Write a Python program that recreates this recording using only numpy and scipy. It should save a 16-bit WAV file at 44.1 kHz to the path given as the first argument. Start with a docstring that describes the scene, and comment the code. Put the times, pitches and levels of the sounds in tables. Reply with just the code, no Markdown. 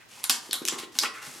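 """A small cardboard box has its tucked lid worked off by hand above a stone counter. Card slides on card with a
grainy rub, the tab sticks and lets go in dry snaps, fingers bump the hollow walls, and the lid finally pops
free and brushes open, ringing in its own modes. A small, hard room answers each sound over a bed of quiet air
and a faint low tone."""
import sys
import numpy as np
from scipy import signal
from scipy.fft import rfft, irfft
from scipy.io import wavfile
from scipy.ndimage import uniform_filter1d, minimum_filter1d

SR = 44100
rng = np.random.default_rng(int(sys.argv[2]) if len(sys.argv) > 2 else 0)


def transcribe(u):
    """Save the signal u as a 16-bit wav file named by the first command-line argument.

    u: samples, shape (n,) or (channels, n), limited to [-1, 1]; the rate is SR.
    q: integer samples, one column per channel.
    """
    v = np.clip(np.atleast_2d(u).T, -1, 1)
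    q = np.round(v * 32767).astype(np.int16)
    wavfile.write(sys.argv[1], SR, q)


N = 61740
T = np.arange(N) / SR

# tone of the still air: f/Hz, relative level/dB
AIR_SPECTRUM = [(25, -17), (60, -1.5), (120, 2.5), (250, 3), (500, -0.5), (1000, 1.5), (2000, -1.5),
                (5000, -6), (10000, -14.5), (16000, -17)]
# card slides on card or skin: t/s, length/s, level/dB, f/Hz, width/Hz, relative hiss/dB
SLIDES = [ (.000, 0.048, -53, 1970, 1290, -12.5), (0.074, 0.29, -55.5, 2550, 910, 4.5),
          (.165, 0.067, -53, 934, 168, -10), (0.411, 0.16, -63.5, 4000, 3000, 15),
          (0.531, 0.044, -37, 3500, 810, -1), (0.617, 0.026, -47.5, 1420, 1490, 0),
          (0.692, 0.026, -35.5, 3180, 800, -9), (0.719, 0.032, -37, 1440, 1500, -2),
          (0.739, 0.064, -43.5, 1080, 485, -6), (0.778, 0.037, -40, 2500, 3200, 2.5),
          (0.805, 0.038, -47.5, 2500, 3060, 1.5), (0.822, 0.046, -45.5, 2580, 1980, -3.5),
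          (0.917, 0.028, -55.5, 2960, 3000, -0.5), (0.937, 0.096, -61.5, 2050, 2500, 16),
          (1.001, 0.062, -31.5, 4930, 1520, -8.5), (1.023, 0.021, -46, 1000, 910, 10),
          (1.043, 0.044, -33, 2500, 1400, -6), (1.126, 0.12, -49, 2030, 1200, -0.5),
          (1.209, 0.16, -50, 2013, 1520, 6.5), (1.310, 0.24, -61, 1840, 1390, 13), ]
# tone of the paper's surface hiss: f/Hz, relative level/dB
HISS_SPECTRUM = [(100, -14.5), (300, 6), (600, -1.5), (1000, 4), (2500, 1.5), (6000, 4.5), (9000, 2),
                 (12000, -1.5), (16000, -20)]
# early reflections off near surfaces: delay/s, level/dB, scatter/s
ECHOES = [(.0026, -13.5, 0.003), (.0090, -9.5, 0.0029)]
# the room's tail: f/Hz, band level/dB, t60/s, left-right likeness
ROOM_BANDS = [(96, -1, 0.47, 0.31), (300, -0.5, 0.57, 0.86), (600, 4, 0.42, 0.43), (1000, 0.5, 0.52, 0.7),
              (2500, -4.5, 0.36, 0.53), (5000, -4, 0.32, 0.82), (10000, -4.5, 0.24, 0.35),
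              (15000, -8.5, 0.21, 0.19)]
# the tab lets go; crack, flap and wall are set against the panel:
# t/s, level/dB, panel f/Hz, panel width/Hz, crack/dB, crack f/Hz, flap/dB, wall/dB, crackle/s, send/dB
SNAPS = [ (0.2345, -46, 4600, 3020, 6, 9500, -12, -5, 0.015, 16),
         (0.2406, -29, 4000, 1300, 6.5, 10000, -5.5, -9.5, 0.0087, -5.5),
         (0.2965, -13.5, 5220, 1880, -2, 10700, -8, -12, 0.0091, 0),
         (.5105, -29.5, 4260, 700, -41, 8050, -13, -23, 0.0049, 6),
         (.5306, -24.5, 3730, 567, 3.5, 10000, -12, -9.5, 0.0048, 0.5),
         (0.6523, -28.5, 5730, 2500, -0.5, 10900, -5, -15, 0.0032, 3),
         (0.677, -29.5, 5470, 2000, -6, 10400, -3.5, -16, 0.0027, -20),
         (0.6845, -20, 6100, 1780, -4, 8200, -6, -11.5, 0.0071, -1),
         (0.953, -47.5, 4450, 3460, -16, 9000, 2.5, -1, .009, 5),
         (0.9878, -15, 4840, 1000, -10.5, 11300, -22, -27.5, 0.0077, -0.5),
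         (0.994, -41, 5000, 1110, -13, 10600, -17, -14, 0.0076, 0),
         (1.0346, -30, 4120, 3470, -2, 10000, 0, 2, 0.0037, -5), ]
# faint lasting rings of the box and what it holds: f/Hz, relative level/dB, t60/s
BOX_RINGS = [(960, -40, 0.9), (2192, -26, 0.32), (4160, -32.5, 0.31), (4410, -49, 0.32), (5200, -54, .35),
             (7330, -25, 0.26), (9460, -28, 0.34)]
# fingers bump the hollow box: t/s, level before filtering/dB, f/Hz, t60/s
BUMPS = [ (.2970, -32, 255, 0.046), (0.4919, -29, 334, 0.017), (.5310, -42, 400, 0.014),
         (0.6169, -21, 324, 0.018), (0.646, -33.5, 350, 0.036), (0.724, -26, 377, .03),
         (0.732, -27.5, 258, 0.023), (.7640, -39, 410, .03), (0.797, -39, 300, .03),
         (0.833, -30, 343, 0.033), (0.859, -50, 334, 0.012), (0.956, -39.5, 258, .05),
         (1.0338, -32, 600, 0.029), (1.036, -31.5, 443, 0.034), (1.0380, -35.5, 225, 0.039),
         (1.2740, -37.5, 127.5, 0.071), (1.2800, -43, 266, 0.06), (1.3580, -42.5, 335, 0.045), ]
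# brushes across the free lid: t/s, length/s, level/dB
LID_BRUSHES = [(1.035, 0.0063, -22.5), (1.04, 0.028, -32.5), (1.132, 0.096, -45.5), (1.21, 0.066, -45.5)]
# hollow modes of the lid: f/Hz, width/Hz, relative level/dB
LID_MODES = [(1070, 150, -8), (1156, 96, -0.5), (1325, 36, 0), (1433, 49, 1.5), (1505, 70, -5),
             (1790, 91, -7.5), (2050, 180, -3.5), (2746, 71, -4)]


def from_db(db):
    """Decibels to gain."""
    return 10 ** (np.asarray(db) / 20)


def unit_energy(x):
    """Scale to a sum of squares of one."""
    return x / np.sqrt(np.sum(x ** 2) + 1e-20)


def unit_rms(x):
    """Scale to an rms of one."""
    return x / np.sqrt(np.mean(x ** 2) + 1e-20)


def at_hz(table, hz, column=1):
    """Read one column of a table along log frequency."""
    rows = np.array(table)
    return np.interp(np.log(hz), np.log(rows[:, 0]), rows[:, column])


def band(x, low_hz, high_hz, order=2):
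    """Causal band-pass."""
    edges = np.clip([low_hz, high_hz], [10, 20], [.44 * SR, .45 * SR])
    return signal.sosfilt(signal.butter(order, edges, "band", fs=SR, output="sos"), x + 1e-18)


def resonance(x, hz, width_hz, order=2):
    """One damped resonance of the card: the wider, the deader."""
    low = np.hypot(hz, width_hz / 2) - width_hz / 2
    return band(x, low, low + width_hz, order=order)


def coloured(x, spectrum):
    """EQ steady noise to a spectrum, at an rms of one."""
    hz = np.maximum(np.fft.rfftfreq(N, 1 / SR), 1)
    return unit_rms(irfft(rfft(x) * from_db(at_hz(spectrum, hz)), N))


def stereo(mid, side, likeness):
    """Left and right from two unrelated noises: likeness 0 is wide, 1 is mono."""
    spread = np.sqrt(1 - likeness) * side * np.array([[1], [-1]])
    return (np.sqrt(1 + likeness) * mid + spread) / np.sqrt(2)


def add(track, start_s, sound):
    """Mix a sound in at a time."""
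    i = int(np.clip(start_s * SR, 0, N - 1))
    track[i:i + len(sound)] += sound[:N - i]


def room_tone(air_db=-56.5, hum_db=-73.5, hum_hz=118.6):
    """A wide bed of quiet air with a faint low tone near 120 Hz."""
    air = coloured(stereo(*rng.standard_normal((2, N)), likeness=0.067), AIR_SPECTRUM)
    hum = np.sqrt(2) * np.sin(2 * np.pi * hum_hz * T)
    return from_db(air_db) * air + from_db(hum_db) * hum


def friction(grains_per_s=2700, spread_db=2.5, smooth_db=-1, judder_db=-2, judder_per_s=180):
    """Fibres catch and slip: dense uneven grains over smooth noise, juddering."""
    sizes = from_db(spread_db * np.minimum(rng.exponential(1, N), 5))
    signs = rng.choice([-1, 1], N)
    slips = rng.random(N) < grains_per_s / SR
    grains = unit_rms(sizes * signs * slips)
    judder = np.interp(T * judder_per_s, np.arange(N), rng.standard_normal(N))
    smooth = from_db(smooth_db) * rng.standard_normal(N)
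    return unit_rms((grains + smooth) * from_db(judder_db * judder))


def stroke(start_s, length_s, rise_share=0.18, fall_share=0.68):
    """The envelope of one rub: it swells, holds and fades."""
    progress = (T - start_s) / length_s
    return np.clip(np.minimum(progress / rise_share, (1 - progress) / fall_share), 0, 1)


def card_slides():
    """Each stroke's friction takes body from a card panel and hiss from the paper surface."""
    out, rub = np.zeros(N), friction()
    hiss = coloured(friction(), HISS_SPECTRUM)
    for start_s, length_s, db, hz, width_hz, hiss_db in SLIDES:
        body = unit_rms(resonance(rub, hz, width_hz))
        out += from_db(db) * stroke(start_s, length_s) * (body + from_db(hiss_db) * hiss)
    return out


def counter_echoes(x):
    """The counter and near objects throw back short, scattered reflections."""
    response, t = np.zeros((2, N)), T[:SR // 100]
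    for delay_s, db, scatter_s in ECHOES:
        burst = stereo(*rng.standard_normal((2, len(t))), likeness=0.27) * np.exp(-t / scatter_s)
        for track, channel in zip(response, burst):
            add(track, delay_s, from_db(db) * unit_energy(channel))
    return signal.fftconvolve(x[None], response, axes=1)[:, :N]


def room_tail(x, predelay_s=0.0019, build_s=0.011):
    """Hard walls return a diffuse tail that dies band by band, the treble first."""
    white, tail = rng.standard_normal((2, 2, N)), 0
    edges_hz = np.geomspace(45, 18000, 15)
    attack = np.clip((T - predelay_s) / build_s, 0, 1)
    for k, (low, high) in enumerate(zip(edges_hz, edges_hz[1:])):
        hz = np.sqrt(low * high)
        envelope = attack * from_db(-60 * T / at_hz(ROOM_BANDS, hz, column=2))
        noise = stereo(*band(white[k % 2], low, high), likeness=at_hz(ROOM_BANDS, hz, column=3))
        tail = tail + from_db(at_hz(ROOM_BANDS, hz)) * unit_energy(envelope) * noise
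    return signal.fftconvolve(x[None], tail, axes=1)[:, :N]


def snap(click_db, db, hz, width_hz, crack_db, crack_hz, flap_db, wall_db, crackle_s):
    """One sharp click and a brief crackle drive a panel, a bright crack, the flap and the box wall."""
    t = T[:SR // 20]
    click = from_db(click_db) * (t == 0)
    crackles = rng.standard_normal((4, len(t))) * np.exp(-2 * t / crackle_s)
    on_panel, on_edge, on_flap, on_wall = [unit_energy(crackle) + click for crackle in crackles]
    panel = unit_energy(resonance(on_panel, hz, width_hz, order=1))
    crack = from_db(crack_db) * unit_energy(resonance(on_edge, crack_hz, width_hz=4460))
    flap = from_db(flap_db) * unit_energy(resonance(on_flap, hz=2760, width_hz=1160))
    wall = from_db(wall_db) * unit_energy(resonance(on_wall, hz=1200, width_hz=880))
    gain = from_db(db) * np.sqrt(0.004 * SR)   # the energy of 4 ms at this level
    return gain * band(panel - crack - flap - wall, low_hz=400, high_hz=13300)


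def tab_snaps():
    """The tab sticks and lets go, radiating a softer click to the listener, a harder one to the room."""
    direct, send = np.zeros((2, N))
    direct_click_db, send_click_db = -4.5, 3.5   # against the crackle
    for start_s, *shape, send_db in SNAPS:
        add(direct, start_s, snap(direct_click_db, *shape))
        add(send, start_s, snap(send_click_db, *shape) * from_db(send_db))
    return direct, send


def box_rings(snaps, width_hz=45.6):
    """Snaps stir weak, slowly dying modes; each is a narrow noise band, wavering as if the grip shifts."""
    response = np.zeros(N)
    for hz, db, t60 in BOX_RINGS:
        mode = unit_rms(resonance(rng.standard_normal(N), hz, width_hz))
        response += from_db(db - 60 * T / t60) * mode
    return signal.fftconvolve(snaps, response)[:N]


def finger_bumps(attack_s=0.0008):
    """Soft contacts set the walls and the air of the box ringing for a few cycles."""
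    out, t = np.zeros(N), T[:SR // 5]
    attack = 1 - np.exp(-t / attack_s)
    for start_s, db, hz, t60 in BUMPS:
        add(out, start_s, attack * from_db(db - 60 * t / t60) * np.sin(2 * np.pi * hz * t))
    return band(out, low_hz=162, high_hz=1200)


def lid_brushes():
    """Once free, the lid answers rubbing with its own hollow modes."""
    pressure = sum(from_db(db) * stroke(start_s, length_s) for start_s, length_s, db in LID_BRUSHES)
    modes = np.zeros(N)
    for hz, width_hz, db in LID_MODES:
        modes += from_db(db) * unit_energy(resonance(pressure * friction(), hz, width_hz, order=1))
    return unit_energy(modes) * np.linalg.norm(pressure)


def scene():
    """The box up close, with early reflections, a send to the room and room tone underneath."""
    snaps, snap_send = tab_snaps()
    bumps = finger_bumps()
    rubs = card_slides() + lid_brushes()
    direct = snaps + bumps + rubs + from_db(-23) * box_rings(snap_send)
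    send = snap_send + from_db(-2) * bumps + from_db(-2.5) * rubs
    return direct + counter_echoes(direct) + room_tail(send) + room_tone()


def record(dry):
    """A fast limiter holds any peak over the ceiling; a steep low-pass trims the top."""
    ceiling, limiter_s, cutoff_hz = 0.95, 0.001, 16400
    window = int(limiter_s * SR)
    allowed = ceiling / np.maximum(np.abs(dry).max(axis=0), ceiling)
    gain = uniform_filter1d(minimum_filter1d(allowed, 2 * window), window)
    low_pass = signal.ellip(10, .2, 90, cutoff_hz, fs=SR, output="sos")
    return signal.sosfilt(low_pass, dry * gain)


dry = scene()
out = record(dry)
transcribe(out)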